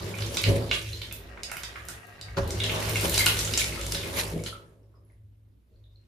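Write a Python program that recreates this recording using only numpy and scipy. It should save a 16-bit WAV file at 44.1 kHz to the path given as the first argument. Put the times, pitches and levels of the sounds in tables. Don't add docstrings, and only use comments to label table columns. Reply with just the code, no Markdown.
import sys
import numpy as np
from scipy import signal
from scipy.fft import next_fast_len
from scipy.io import wavfile
from scipy.ndimage import uniform_filter1d

SR = 44100
rng = np.random.default_rng(int(sys.argv[2]) if len(sys.argv) > 2 else 0)


def transcribe(signal):
    frames = np.atleast_2d(signal).T
    limited = np.clip(frames, -1, 1)
    pcm = np.round(limited * 32767).astype(np.int16)
    wavfile.write(sys.argv[1], SR, pcm)


N = 267907

# (time [s], level [dB], trapped air pitch [Hz], ring length [cycles])
SPLATS = [(0.067, -50, 4070, 2.2), (0.1406, -32, 2210, 2.1), (0.187, -32, 2440, 1.1),
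          (0.206, -30.5, 4850, 1.5), (0.2213, -24.5, 3390, 1.1), (0.265, -31, 5500, 2.6),
          (0.3092, -41.5, 1800, 1.2), (0.3442, -26.5, 4940, 1.9), (0.371, -17, 3430, 1.7),
          (0.4395, -12, 3180, 1.3), (0.5524, -41, 3940, 2.1), (0.624, -39, 4100, 3.1),
          (0.6933, -32, 3560, 2.1), (0.7131, -10.5, 2780, 1.25), (0.9313, -30, 3800, 4.7),
          (1.017, -25, 3180, 1.3), (1.1114, -32, 2820, 1.5), (1.3751, -31.5, 1610, 0.76),
          (1.4334, -24, 4680, 1.7), (1.498, -33, 1560, 0.7), (1.517, -26.5, 1610, 0.92),
          (1.5683, -27.5, 2480, 0.7), (1.6351, -23, 4050, 0.89), (1.7573, -32, 1870, 1.26),
          (1.8865, -37, 1530, 1.8), (2.2127, -33, 4260, 2.7), (2.2835, -42, 1830, 2.1),
          (2.371, -29, 1350, 1.8), (2.5053, -29.5, 4200, 1.3), (2.6021, -20.5, 3150, 2.6),
          (2.6405, -19, 3220, 2), (2.6958, -20, 2680, 2.1), (2.7382, -29, 2700, 1),
          (2.8909, -32, 2180, 1.2), (2.9572, -17.5, 2590, 2.5), (3.0586, -38.5, 2600, 0.94),
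          (3.145, -19, 4300, 1.8), (3.1777, -12.5, 3880, 1.8), (3.1945, -18.5, 2180, 1.8),
          (3.2648, -7, 3010, 1.07), (3.3714, -21.5, 3270, 1.1), (3.3912, -25.5, 6140, 2.2),
          (3.4488, -20.5, 6440, 3.2), (3.5366, -15.5, 4060, 1.5), (3.5754, -11, 6040, 1.06),
          (3.6432, -33, 2450, 1.1), (3.724, -30, 2250, 2.7), (3.8143, -28.5, 3240, 1.4),
          (3.9477, -18, 3840, 1.2), (4.0343, -32, 2080, 1.8), (4.462, -23.5, 3300, 1.2)]
# (time [s], level [dB], pitch [Hz])
TICKS = [(0.186, -25.5, 6080), (0.2623, -28, 6180), (0.3493, -20, 10600), (0.3709, -12.5, 6040),
         (0.417, -18.5, 10200), (0.436, -17.5, 6440), (0.7355, -44, 6200), (0.929, -41, 11200),
         (1.0196, -29, 10100), (1.126, -14.5, 12600), (1.4342, -19, 6230), (1.5162, -19.5, 8490),
         (1.5698, -20.5, 11000), (1.634, -22.5, 6400), (1.853, -30, 11300), (1.8862, -19.5, 7650),
         (2.07, -36.5, 11000), (2.213, -27, 6300), (2.4772, -23.5, 10600), (2.5073, -17, 6360),
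         (2.601, -25, 6090), (2.6376, -17.5, 6200), (2.833, -33.5, 7100), (2.895, -12, 11100),
         (2.958, -18.5, 7620), (3.0114, -13, 9260), (3.0966, -7.5, 11190), (3.1426, -10, 7590),
         (3.164, -21, 13160), (3.179, -4.5, 6160), (3.194, -5, 11000), (3.262, -2, 8640),
         (3.372, -21, 8420), (3.3913, -8, 6000), (3.4516, -27, 7650), (3.537, -15, 6550),
         (3.5758, -10, 6800), (3.6433, -13, 6000), (3.813, -20, 6640), (3.866, -18, 6640),
         (3.922, -14, 7900), (4.1546, -43, 8650), (4.172, -23, 10500), (4.438, -21.5, 6540)]
# (time [s], level [dB], pitch [Hz], ring t60 [s])
DRIPS = [(.141, -31, 2330, 0.024), (2.96, -29, 2500, 0.022), (3.205, -21.5, 2068, 0.057),
         (3.615, -15.5, 2300, 0.011), (3.775, -34, 1260, 0.031), (4.39, -46, 2220, 0.034),
         (4.526, -36.5, 1300, 0.042), (4.661, -58, 1700, 0.018), (4.831, -62, 5400, 0.0077),
         (4.941, -53, 1140, 0.017), (4.955, -57.5, 5060, 0.0082), (5.05, -50, 11000, 0.0064),
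         (5.10, -49, 2000, 0.0064), (5.12, -48, 10000, 0.0039), (5.74, -64.5, 4200, 0.0086),
         (5.76, -57, 4370, 0.0086), (5.84, -46.5, 3680, 0.0076), (5.905, -60, 3670, 0.014),
         (5.958, -50, 4160, 0.013), (6.035, -65, 2800, .006)]
# (time [s], spray level [dB], fizz level [dB])
STREAM_LEVELS = [(0.0, -43.5, -63), (0.18, -49.5, -49), (0.41, -43.5, -44), (0.51, -54, -55.5),
                 (1.0, -49, -57.5), (1.2, -60, -73), (1.45, -65, -76), (1.6, -51, -57), (1.84, -59.5, -65),
                 (2.04, -69, -70), (2.33, -62, -75), (2.7, -38.5, -45), (3.23, -35.5, -33.5),
                 (3.73, -43, -46.5), (4.09, -44, -46), (4.41, -55.5, -56), (4.6, -72.5, -75.5),
                 (4.83, -88.5, -88), (5.58, -89.5, -91), (6.07, -82.5, -98)]
# (start [s], rise [s], spray gain [dB], pool gain [dB], upper shell gain [dB], fade [s])
GOUTS = [(.46, .03, 16.5, -2.5, 9, 0.092), (.55, 0.015, 9, -4.5, 3.5, 0.015), (.7, 0.04, 16, -4, 0.5, 0.15),
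         (1.86, 0.067, 13, 11, 5.5, 0.17), (2.365, 0.0063, 21, 7.5, 0.5, .06),
         (2.7, 0.026, -2.5, 12, 1.5, 0.18), (3.028, 0.022, 6, 14, 11.5, .03),
         (3.37, 0.016, 2, -9, -1, 0.026), (3.57, 0.036, 14.5, -6, 0.1, 0.048), (3.9, .04, 7.5, -2, 2, .05),
         (4.12, 0.072, 19, 14.5, 2.5, 0.092), (4.33, 0.036, -2, -3, 12, 0.12),
         (4.442, 0.027, 21.5, 2, -0.7, 0.16), (4.9, 0.084, 0, 6.5, 4, 0.16), (5.07, .04, 8, 8, 5, 0.053),
         (5.66, 0.062, 6, 4.5, 11, 0.09)]
# (frequency [Hz], level [dB])
SPRAY_TONE = [(820, -39.5), (1400, -9.5), (1850, -1), (2130, -1.5), (2460, -1), (3210, -1.5), (3450, -1),
              (3900, -1.5), (7000, -11), (9100, -38), (15400, -120)]
FIZZ_TONE = [(2940, -30.5), (5000, -14), (6780, 1.5), (7980, 1), (8660, 3.5), (11100, 6), (14000, -1.5),
             (14800, -24.5)]
# (time [s], bass level [dB], upper mode level [dB], deepest sway level [dB])
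DRUM_LEVELS = [
    [(0.0, -30, -37, -39), (0.17, -46, -41, -63), (0.22, -33, -41.5, -45), (0.4, -47, -37, -39.5),
     (0.44, -33, -44, -51.5), (0.49, -16, -30.5, -28), (0.61, -26, -36.5, -44), (0.8, -48, -43.5, -45),
     (0.87, -37.5, -51.5, -47.5), (1.49, -57.5, -52, -49.5), (1.95, -48, -58, -51.5),
     (2.04, -58, -60.5, -69), (2.34, -41.5, -55, -42), (2.36, -58, -53, -43)],
    [(2.38, -34, -28, -47), (2.42, -31.5, -36, -30.5), (2.58, -32.5, -39.5, -43), (2.81, -39.5, -36, -43),
     (2.89, -32.5, -38.5, -39), (2.98, -33, -37.5, -40.5), (4.0, -42.5, -42, -39.5),
     (4.07, -38.5, -38, -50), (4.32, -40, -42, -43), (4.77, -59.5, -62, -64), (5.28, -51.5, -79.5, -59),
     (5.69, -69.5, -82, -65), (5.78, -56, -75.5, -53.5), (6.07, -60, -79, -66)],
]
# (time [s], level [dB], hardness cutoff [Hz], shudder decay [s])
KNOCKS = [(0.476, -38.5, 495, 0.081), (2.371, -26.5, 1740, .03), (3.047, -38, 800, .02),
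          (4.322, -26, 374, .04)]
# (frequency [Hz], width [Hz], gain [dB])
LOW_SHELL_MODES = [(56.4, 15, -10), (81.6, 9.1, -12.5), (104.16, 6.5, -4)]
HIGH_SHELL_MODES = [(160.4, 35.2, 1.5), (184.5, 26, -6.5), (245, 26, -1.5), (344.3, 33, 0), (390, 43, 0),
                    (442.8, 34, -2), (492.3, 14, -1.5), (556.3, 20, 1), (623.6, 15, -3), (671, 53, -12)]
POOL_MODES = [(645, 48, -4.5), (800, 66, 1), (883, 230, -3), (1185, 180, -2), (1300, 590, -10)]
DRAIN_MODES = [(710, 57, 8.5), (1260, 150, 4), (1610, 53, 9), (1900, 64, 10.5), (2440, 430, -1),
               (2800, 220, 1)]
# (frequency [Hz], t60 [s])
TILE_DECAY = [(300, 0.067), (1000, 0.34), (3000, 0.32), (8000, 0.23), (14000, 0.28)]
# (frequency [Hz], level [dB])
HUM_TONE = [(88, -31), (150, -2.5), (221, -12), (416, -27), (972, -26.5), (3670, -37), (6940, -47),
            (13900, -32.5), (15000, -52)]
# (frequency [Hz], correlation [-1 to 1])
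MIC_LIKENESS = [(60, 0.93), (180, 0.57), (550, -0.19), (1650, -0.12), (4970, 0.45), (15000, -0.45)]
# (frequency [Hz], left minus right [dB])
MIC_BALANCE = [(60, -4.5), (240, -0.5), (950, 0), (3770, -3), (15000, 0)]

TIME = np.arange(N) / SR
SIDES = np.array([[1], [-1]])


def splats():
    hand_pan_db, tub_pan_db, hand_gone_s = -1.7, -0.1, 2.4
    out, t = np.zeros((2, N)), np.arange(600) / SR
    droplets = sparse_noise((len(SPLATS), len(t)), density=.05)
    for (start, db, hz, cycles), train in zip(SPLATS, droplets):
        impacts = (t == 0) + 1.1 * train * np.exp(-t / 0.0026)
        pocket = np.convolve(impacts, pop(hz, cycles, t))
        add(out, start, gain_of(db) * pocket / abs(pocket).max())
    for start, db, hz in TICKS:
        add(out, start, gain_of(db) * pop(hz, 0.9, t))
    pan_db = np.where(TIME < hand_gone_s, hand_pan_db, tub_pan_db)
    return out * gain_of(pan_db * SIDES)


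def drips():
    out, t = np.zeros((2, N)), np.arange(4000) / SR
    onset = (1 - np.exp(-t / 0.00062)) ** 2
    for start, db, hz, t60 in DRIPS:
        bubble = np.sin(2 * np.pi * hz * t * (1 + 0.95 * t))
        add(out, start, gain_of(db - 60 * t / t60) * onset * bubble)
    return out


def crackle():
    drops_per_s, pitches = 120, np.geomspace(2500, 12000, 24)
    sizes = gain_of(1.4 * np.minimum(rng.exponential(1, N), 3.5))
    bursts = sizes * (rng.random(N) < drops_per_s / SR)
    pitch_index = rng.integers(0, len(pitches), N)
    out, t = np.zeros((2, N)), np.arange(400) / SR
    for k, hz in enumerate(pitches):
        out[k % 2] += signal.oaconvolve(bursts * (pitch_index == k), pop(hz, 0.5, t))[:N]
    bleed = 0.28 * out[::-1]
    return gain_of(follow(STREAM_LEVELS, 1) - 8) * unit_rms(out + bleed)


def spray():
    swell_db = gout_db(column=2)
    fizz_db = follow(STREAM_LEVELS, 2) + 0.93 * swell_db
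    body_db = follow(STREAM_LEVELS, 1) + swell_db
    fizz = gain_of(fizz_db) * hiss(FIZZ_TONE, patchy_db=2.1, flicker_db=1.5)
    body = gain_of(body_db) * hiss(SPRAY_TONE, patchy_db=2.9, flicker_db=1.9)
    return body + fizz


def pool_gurgle():
    lumps = gain_of(1.9 * unit_rms(uniform_filter1d(rng.standard_normal(N), 900)))
    gurgle = unit_rms(ring(rng.standard_normal((2, N)) * lumps, POOL_MODES))
    level_db = -48.5 + 1.136 * (follow(DRUM_LEVELS, 2) + 40) + gout_db(column=3)
    return gain_of(level_db) * gurgle


def tub_drumming():
    push = rng.standard_normal((6, N))
    bass = ring_twice(push[0] + .04 * push[1] * SIDES, LOW_SHELL_MODES[1:])
    sway = ring_twice(push[2] + .08 * push[3] * SIDES, LOW_SHELL_MODES[:1])
    upper = ring_twice(push[4] * gain_of(-.3 * SIDES) + .3 * push[5] * SIDES, HIGH_SHELL_MODES)
    return (gain_of(follow(DRUM_LEVELS, 1)) * steadied(bass, share=0.26)
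            + gain_of(follow(DRUM_LEVELS, 3)) * steadied(sway, share=.4)
            + gain_of(follow(DRUM_LEVELS, 2) + gout_db(column=4)) * unit_rms(upper))


def tub_knocks():
    out, t = np.zeros((2, N)), np.arange(SR // 2) / SR
    for start, db, cutoff_hz, decay_s in KNOCKS:
        shudder = rng.standard_normal(len(t)) * np.exp(-t / decay_s)
        blow = signal.lfilter(*signal.butter(2, cutoff_hz, fs=SR), shudder)
        body = ring_twice(blow, LOW_SHELL_MODES + HIGH_SHELL_MODES) + .03 * blow
        add(out, start, gain_of(db) * body / abs(body).max())
    return out


def drain_trickle():
    start_s, rise_s, fade_from_s, fall_s = 1.15, 0.17, 2.46, 0.15
    rising, falling = (TIME - start_s) / rise_s, 1 - (TIME - fade_from_s) / fall_s
    flow = np.clip(np.minimum(rising, falling), 0, 1)
    murmur = unit_rms(ring(sparse_noise((2, N), density=.015), DRAIN_MODES))
    return flow * gain_of(-52 + 1.5 * SIDES) * murmur


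def tub_reflections(x):
    t = np.arange(400) / SR
    echoes = rng.choice([-1., 1.], (2, 400)) * (rng.random((2, 400)) < .08)
    echoes *= .55 * np.exp(-t / .0025)
    echoes[:, 0] = 1
    return signal.oaconvolve(x, echoes, axes=1)[:, :N]


def bathroom_reverb(x):
    out, build_up_s = np.zeros((2, N)), 0.0072
    for k in range(3):
        echoes = np.zeros((2, SR))
        arrivals = np.arange(100, SR - 20, 20) + rng.integers(0, 20, (2, (SR - 101) // 20))
        np.put_along_axis(echoes, arrivals, rng.choice([-1., 1.], arrivals.shape), 1)
        hz, lag, spectrum = signal.stft(echoes, SR, nperseg=256)
        build_up = 1 - np.exp(-lag / build_up_s)
        decay = gain_of(-60 * lag / at_hz(TILE_DECAY, hz))
        tail = signal.istft(spectrum * build_up * decay, SR, nperseg=256)[1]
        turn = np.sqrt(2 / 3) * np.cos(np.pi * (7 * TIME + k / 3))
        out += signal.fftconvolve(x * turn, tail / np.linalg.norm(tail[0]), axes=1)[:, :N]
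    return out


def room_hum():
    return gain_of(-70) * hiss(HUM_TONE, patchy_db=1.1, flicker_db=.1)


def pop(hz, cycles, t):
    age = t * hz / max(cycles, .3)
    sound = age * np.exp(-3 * age) * np.sin(2 * np.pi * hz * t * (1 + 0.056 * age))
    return sound / abs(sound).max()


def hiss(tone, patchy_db, flicker_db):
    frames, hz = N // 64 + 5, np.fft.rfftfreq(256, 1 / SR)
    left_re, left_im, other_re, other_im, patches = rng.standard_normal((frames, 129, 5)).T
    patches = unit_rms(uniform_filter1d(uniform_filter1d(patches, 6, 0), 30, 1))
    flicker = unit_rms(uniform_filter1d(rng.exponential(1, frames) - 1, 2))
    likeness = at_hz(MIC_LIKENESS, hz)
    left = left_re + 1j * left_im
    right = likeness * left + np.sqrt(1 - likeness ** 2) * (other_re + 1j * other_im)
    level_db = at_hz(tone, hz) + patchy_db * patches + flicker_db * flicker
    pan_db = at_hz(MIC_BALANCE, hz) / 2
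    spectrum = np.array([left * gain_of(level_db + pan_db), right * gain_of(level_db - pan_db)])
    return unit_rms(signal.istft(spectrum, nperseg=256, noverlap=192)[1][:, :N])


def gout_db(column):
    out = 0
    for gout in GOUTS:
        start, rise, fade = gout[0], gout[1], gout[-1]
        past_peak = TIME - start - rise
        envelope = np.clip(1 + past_peak / rise, 0, 1) * np.exp(-np.maximum(past_peak, 0) / fade)
        out = out + gout[column] * envelope
    return out


def ring(x, modes):
    out = 0
    for k, (hz, width, db) in enumerate(modes):
        pole = np.exp((2j * np.pi * hz - np.pi * width) / SR)
        out = out + (-1) ** k * gain_of(db) * 2 * signal.lfilter([1 - abs(pole)], [1, -pole], x).real
    return out


def ring_twice(x, modes):
    return sum(ring(ring(x, [(hz, width, db)]), [(hz, width, 0)]) for hz, width, db in modes)


def steadied(x, share):
    envelope = abs(signal.hilbert(x.mean(0), next_fast_len(N))[:N])
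    return unit_rms(x / (envelope + 0.11 * x.std()) ** share)


def sparse_noise(shape, density):
    return rng.standard_normal(shape) * (rng.random(shape) < density)


def gain_of(db):
    return 10 ** (np.asarray(db) / 20)


def unit_rms(x):
    return x / np.sqrt(np.mean(x ** 2) + 1e-20)


def at_hz(points, hz):
    frequencies, values = np.transpose(points)
    return np.interp(np.log(hz + 1), np.log(frequencies + 1), values)[:, None]


def follow(rows, column):
    rows = np.vstack(rows)
    return np.interp(TIME, rows[:, 0], rows[:, column])


def add(mix, start_s, sound):
    part = mix[:, round(start_s * SR):][:, :len(sound)]
    part += sound[:len(part[0])]


def scene():
    drops = splats() + drips() + crackle()
    hum = room_hum()
    echoing_drops = gain_of(1.0) * tub_reflections(drops) + gain_of(5.5) * bathroom_reverb(drops)
    return echoing_drops + spray() + pool_gurgle() + tub_drumming() + tub_knocks() + drain_trickle() + hum


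def record(dry):
    lowpass = signal.firwin(255, 15000, window=("kaiser", 9), fs=SR)
    return signal.oaconvolve(dry, lowpass[None], "same")


dry = scene()
out = record(dry)
transcribe(out)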